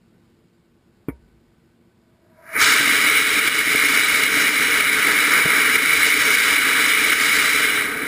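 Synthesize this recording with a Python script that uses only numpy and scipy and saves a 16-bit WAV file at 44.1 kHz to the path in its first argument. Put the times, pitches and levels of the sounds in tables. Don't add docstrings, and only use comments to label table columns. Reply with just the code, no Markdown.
import sys
import numpy as np
from scipy import signal
from scipy.fft import rfft, irfft, next_fast_len
from scipy.io import wavfile
from scipy.ndimage import uniform_filter1d, map_coordinates

SR = 44100
rng = np.random.default_rng(int(sys.argv[2]) if len(sys.argv) > 2 else 0)


def invert_db(level):
    return 10 ** (np.asarray(level, dtype=float) / 20)


def transcribe(u):
    v = np.clip(np.atleast_2d(u).T, -1, 1)
    q = np.round(v * 32767).astype(np.int16)
    wavfile.write(sys.argv[1], SR, q)


N = 355887
TIME = np.arange(N) / SR
BLOW_TIME = np.arange(SR // 2) / SR


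def unit(x):
    return x / np.sqrt(np.mean(x ** 2) + 1e-20)


def along(points, hz):
    f, v = np.transpose(points)
    return np.interp(np.log(hz + 1), np.log(f + 1), v)


def bumps(points, f):
    return sum(db / (1 + (2 * (f - hz) / width) ** 2) for hz, width, db in points)


def band(f, lo_hz, hi_hz):
    return 1 / np.sqrt((1 + (lo_hz / (f + 1)) ** 20) * (1 + (f / hi_hz) ** 20))


def curves(rows):
    s, *cols = np.transpose(rows)
    return [np.interp(TIME, s, c, left=-120, right=-120) for c in cols]


def wobble(rate):
    knots = rng.standard_normal(int(N * rate / SR) + 4)
    return map_coordinates(knots, [np.arange(N) * rate / SR])


def filtered(x, response):
    m = next_fast_len(N + SR // 2)
    return irfft(rfft(x, m) * response(np.fft.rfftfreq(m, 1 / SR)), m)[:N]


def rush(response, patchy_db):
    z = signal.stft(rng.standard_normal(N), nperseg=512)[2]
    patches = uniform_filter1d(rng.standard_normal(z.shape), size=5, axis=0)
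    patches = uniform_filter1d(patches, size=8, axis=1)
    noise = signal.istft(z * invert_db(patchy_db * unit(patches)), nperseg=512)[1][:N]
    return unit(filtered(noise, response))


def ring(modes, scatter_db):
    out = 0
    for hz, db, t60 in modes:
        decay_db = db + scatter_db * rng.standard_normal() - 60 * BLOW_TIME / t60
        out = out - invert_db(decay_db) * np.sin(2 * np.pi * hz * BLOW_TIME)
    return out


# f/Hz, level/dB [per Hz]
AIR = [(15, -24), (55, -6), (180, -1.5), (280, -7), (450, -11), (600, -17.5), (1200, -21), (3000, -27.5),
       (5000, -29), (5500, -34), (6000, -44)]
# f/Hz, width/Hz, level/dB [over the air]
HUMS = [(230.4, 10, 3), (336, 11, 10), (1510, 35, 8.5), (2240, 45, 6)]
# multiple of its rate [1], level/dB
ENGINE = [(1, -72), (1.55, -71.5), (2.02, -67), (2.97, -69.5), (3.95, -78.5)]


def field():
    engine_hz, air_db = 115.5, -57.5
    turns = np.cumsum(engine_hz * (1 + 0.0125 * wobble(3))) / SR
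    drone = sum(invert_db(db + 2.5 + 1.5 * wobble(6)) * np.sin(2 * np.pi * k * turns) for k, db in ENGINE)
    air = rush(lambda f: invert_db(along(AIR, f) + bumps(HUMS, f)), patchy_db=1.0)
    return drone + invert_db(air_db - 1.15 + 0.98 * wobble(3.1)) * air


# t/s, peak level/dB
IGNITER = [
    (1.0843, -11),
]
# f/Hz, level/dB, t60/s
BLAST = [(268, 9.5, .016), (181, 0.5, 0.021)]
# delay t/s, level/dB
ECHOES = [
    (0, 0),
    (.0068, -9),
    (.0145, -18),
    (.0185, -19),
]
# f/Hz, level/dB, t60/s
STAND = [(64, -23, .35), (160, -16, .03), (280, -18, .07), (452, -30, .08), (940, -33, .19),
         (1180, -30, .06), (1480, -30, .06), (2130, -27, .07), (2270, -24, .085), (3250, -38, .05)]
# low f/Hz, high f/Hz, level/dB [re the blow], t60/s
YARD = [(50, 70, -35, 1.0), (100, 600, -26, 0.17), (500, 2300, -22, 0.077), (2300, 4900, -42, .035)]


def igniter():
    out = np.zeros(N + SR)
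    (s, db), = IGNITER
    swell = 1 - np.exp(-(BLOW_TIME / .0019) ** 2)
    for later, echo_db in ECHOES:
        pulse = invert_db(db + echo_db) * ring(BLAST, scatter_db=.6) * swell
        out[round((s + later) * SR):][:len(pulse)] += pulse
    clang = invert_db(db) * ring(STAND, scatter_db=0.0) * swell ** 2
    out[round(s * SR):][:len(clang)] += clang
    since = np.maximum(TIME - s, 0)
    for lo, hi, under_db, t60 in YARD:
        scatter = rush(lambda f: band(f, lo, hi), patchy_db=1.5)
        onset = 1 - np.exp(-since / 0.00086)
        out[:N] += invert_db(db + under_db - 60 * since / t60) * onset * scatter
    return out[:N]


# t/s, peak level/dB
CHUFFS = [(2.62, -32), (2.648, -47), (2.803, -16), (2.872, -16), (3.221, -24), (3.67, -15.5), (3.744, -8),
          (4.369, -18), (5.069, -19), (5.183, -31), (5.453, -10), (5.83, -21), (8.028, -16)]
# f/Hz, level/dB, t60/s
SLAG = [(157, -9, 0.042), (282, 0, 0.045), (440, -5.5, 0.041), (641, -7, 0.03)]


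def chuffs():
    out = np.zeros(N + SR)
    soft_onset = 1 - np.exp(-BLOW_TIME / 0.0079)
    for s, db in CHUFFS:
        knock = invert_db(db + 3.5) * ring(SLAG, scatter_db=-2.5) * soft_onset
        out[round(s * SR):][:len(knock)] += knock
    return out[:N]


# f/Hz, width/Hz, level/dB
BORE = [(641, 60, 0), (969, 55, -7), (1620, 80, -18)]


def chamber():
    leak_s, leak_db = 1.7, -81
    full_s, full_db = 2.654, -38
    climb_db_per_s, choke_db_per_s = 58, 260

    def columns(f):
        return sum(invert_db(db) * (f * w / (hz * hz - f * f + 1j * f * w)) ** 2 for hz, w, db in BORE)

    climb_db = np.maximum(full_db - climb_db_per_s * (full_s - TIME), leak_db + 4.5 * wobble(12))
    choke_db = full_db - choke_db_per_s * (TIME - full_s)
    fill_db = np.where(TIME < full_s, climb_db, choke_db)
    return (TIME > leak_s) * invert_db(fill_db - 1) * rush(columns, patchy_db=.8)


# t/s, level/dB, length/s
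THUD = (2.6, -46, .07)


def thud():
    s, db, length = THUD
    push = np.exp(-((TIME - s - length / 2) / length * 2) ** 2)
    return invert_db(db) * push * rush(lambda f: band(f, 25, 140), patchy_db=-1)


# t/s, level/dB [re full burn]
PRESSURE = [(2.0, -75), (2.15, -74), (2.3, -62), (2.4, -50), (2.45, -39), (2.5, -25), (2.53, -20.5),
            (2.56, -3), (2.61, 0.15), (7.6, -.1), (7.7, -2.7), (7.77, -2.5), (7.83, -4), (7.86, -7.5),
            (7.91, -9.5), (8.12, -10.3)]


def follows(part, lag_s, drift_db):
    full_db, climbing, tailing, catch_db, wide_db = part
    catch_s, catch_rise_s, catch_fade_s = 2.615, 0.035, 0.1
    widest_s, wide_for_s = 5.13, 1.5
    pressure_db, = curves(PRESSURE)
    late_db = np.interp(TIME - lag_s, TIME, pressure_db)
    since_catch = TIME - catch_s
    catch = np.clip(1 + since_catch / catch_rise_s, 0, 1)
    catch = catch * np.exp(-np.maximum(since_catch, 0) / catch_fade_s)
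    wide = np.exp(-((TIME - widest_s) / wide_for_s) ** 2)
    law_db = np.where(TIME < widest_s, climbing * late_db, tailing * pressure_db)
    level_db = full_db + law_db + catch_db * catch + wide_db * wide + drift_db * wobble(3)
    return np.where(pressure_db < -100, -120, level_db)


# f/Hz, level/dB [per Hz]
JET = [(20, -45.0), (40, -42.0), (65, -26.0), (95, -32.0), (200, -25.0), (750, -30.0), (1050, -23.0),
       (1250, -12.0), (2000, -13.0), (2650, -20.0), (4000, -18.0), (4300, -22.0), (6000, -31.0)]
# f/Hz, width/Hz, level/dB [over the slope]
HOUSING = [(290, 81, 13.0), (375, 26, -8.0), (435, 94, 15.0), (632, 60, 5.0), (968, 58, 5.0),
           (1020, 47, -6.0), (1568, 214, 3.0), (1954, 53, 5.0), (2226, 305, 15.0), (2359, 38, 4.0),
           (2759, 85, -6.0), (2886, 152, 10.0), (3204, 74, 4.0), (3295, 66, -8.0), (3541, 81, 3.0),
           (3679, 33, 4.0), (3957, 199, 8.0), (4308, 327, -11.0), (4461, 134, 12.0), (4656, 54, -3.0),
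           (4921, 146, 9.0), (5066, 76, -1.0), (5212, 143, 8.0), (5385, 121, 9.0), (5548, 46, 11.0),
           (5798, 201, 8.0)]
# t/s, level/dB [over the jet], length/s
SURGES = [
    (2.617, 2, .004),
    (2.628, 3, .003),
    (2.647, 4.5, .004),
    (2.665, 2, .003),
    (2.76, 1, .004),
]
# full level/dB, climbing [dB per dB], tailing off [dB per dB],
# catch overshoot level/dB, widest plume level/dB
RUMBLE = (-35.5, 1.1, -0.06, -3, 1.5)
ROAR = (-25, 0.76, 0.36, 5, 1.5)
WHINE = (-18.5, 1, 1.05, 0, 0.45)
HISS = (-26.5, 1.15, 1.4, 3.5, -2)
FIZZ = (-28, 0.9, 1.5, 6, -2.1)


def jet():
    eddies = .45 * wobble(14) + .6 * wobble(40) + .4 * wobble(90)

    def part(lo_hz, hi_hz, patchy_db):
        colour = lambda f: invert_db(along(JET, f) + bumps(HOUSING, f)) * band(f, lo_hz, hi_hz)
        return rush(colour, patchy_db)

    rumble_db = follows(RUMBLE, 0, drift_db=-0.2) + 2 + 1.3 * eddies + 0.45 * wobble(30)
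    roar_db = follows(ROAR, 0, drift_db=-0.74) + 1.22 + 1.11 * eddies
    whine_db = follows(WHINE, 0, drift_db=0.33) - 0.2 + 0.17 * eddies
    hiss_db = follows(HISS, 0.043, drift_db=0.28) + 3.0 + 0.39 * eddies
    fizz_db = follows(FIZZ, 0.04, drift_db=1.2) + 0.99 * eddies
    rumble = invert_db(rumble_db) * part(1, 800, patchy_db=-0.77)
    roar = invert_db(roar_db) * part(800, 1800, patchy_db=0.03)
    whine = invert_db(whine_db) * part(1800, 2600, patchy_db=0.45)
    hiss = invert_db(hiss_db) * part(2600, 4200, patchy_db=0.6)
    fizz = invert_db(fizz_db) * part(4200, 9000, patchy_db=-1.0)
    surge_db = sum(db * np.exp(-((TIME - s) / length) ** 2) for s, db, length in SURGES)
    return invert_db(surge_db) * (rumble + roar + whine + hiss + fizz)


def scene():
    return (field() + igniter() + chuffs() + chamber() + thud() + jet())[None]


# t/s, peak level/dB
CRACKS = [(2.7106, -34), (2.9276, -41), (3.0443, -38), (3.0947, -36), (3.2948, -37), (3.4279, -33),
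          (3.7432, -38), (4.0121, -36), (4.0954, -38), (4.5958, -30), (4.8796, -28), (5.3466, -31),
          (5.38, -33), (5.4633, -32), (5.5471, -36), (5.7138, -35), (6.4645, -34), (6.5144, -33),
          (6.6816, -37), (6.9315, -39), (7.132, -31), (7.1819, -36), (7.2652, -35), (7.3485, -38),
          (7.4323, -31), (7.5157, -30), (7.6324, -35), (7.7661, -36)]


def cracks():
    ticks = np.zeros(N)
    for s, db in CRACKS:
        ticks[round(s * SR)] = invert_db(db + 23.0) * rng.choice([-1, 1])
    return filtered(ticks, lambda f: band(f, 10300, 13800))


def masked(x, under_db):
    f, _, z = signal.stft(x, SR, nperseg=2048)
    power = (np.abs(z[:-1]) ** 2).reshape(64, 16, -1).mean(axis=1)
    level = 10 * np.log10(power + 1e-30)
    fickle = uniform_filter1d(rng.standard_normal(level.shape), size=2, axis=1)
    weak = level + 7 * fickle < level.max(axis=0) + under_db
    weak = np.repeat(weak, 16, axis=0)
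    z[:-1][weak & (f[:-1, None] > 10800)] = 0
    return signal.istft(z, SR, nperseg=2048)[1][:N]


# t/s, step level/dB
DUCKS = [
    (3.393, -2.6),
    (3.484, -4.9),
    (3.614, -3.5),
    (4.242, -3.5),
    (4.495, -2.4),
    (4.811, -3.0),
    (5.766, -3.7),
    (6.571, -2.6),
    (7.136, -4.1),
]


def gain_control(x):
    gain_db = 0
    for s, db in DUCKS:
        since = np.maximum(TIME - s, 0)
        gain_db = gain_db - .6 * db * np.exp(-((TIME - s + .005) / .005) ** 2)
        gain_db = gain_db + 1.1 * db * (1 - np.exp(-since / .003)) * np.exp(-since / .075)
    return x * invert_db(gain_db)


def sample_and_hold(x):
    hold_down, steps, back_down = 147, 4, 160
    fast = signal.resample_poly(x, back_down, hold_down)
    held = np.repeat(fast[::steps], steps)
    return signal.resample_poly(held, hold_down, back_down)[:N]


def grit(x):
    loudness = np.sqrt(np.abs(uniform_filter1d(x ** 2, size=2048)))
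    bursts = np.clip(wobble(40) - 1.1, 0, .5)
    return invert_db(-36) * bursts * loudness * np.minimum(loudness / .1, 1) * rng.standard_normal(N)


def top_cut(x):
    return signal.sosfilt(signal.butter(12, 15800, fs=SR, output="sos"), x)


def record(dry):
    held = sample_and_hold(gain_control(dry[0]))
    rough = masked(held, under_db=-43) + grit(held)
    limit = [(15200, 0), (15330, -14), (15450, -50), (15800, -80)]  # f/Hz, level/dB
    limited = filtered(rough, lambda f: invert_db(along(limit, f)))
    return top_cut((limited + cracks())[None])


dry = scene()
out = record(dry)
transcribe(out)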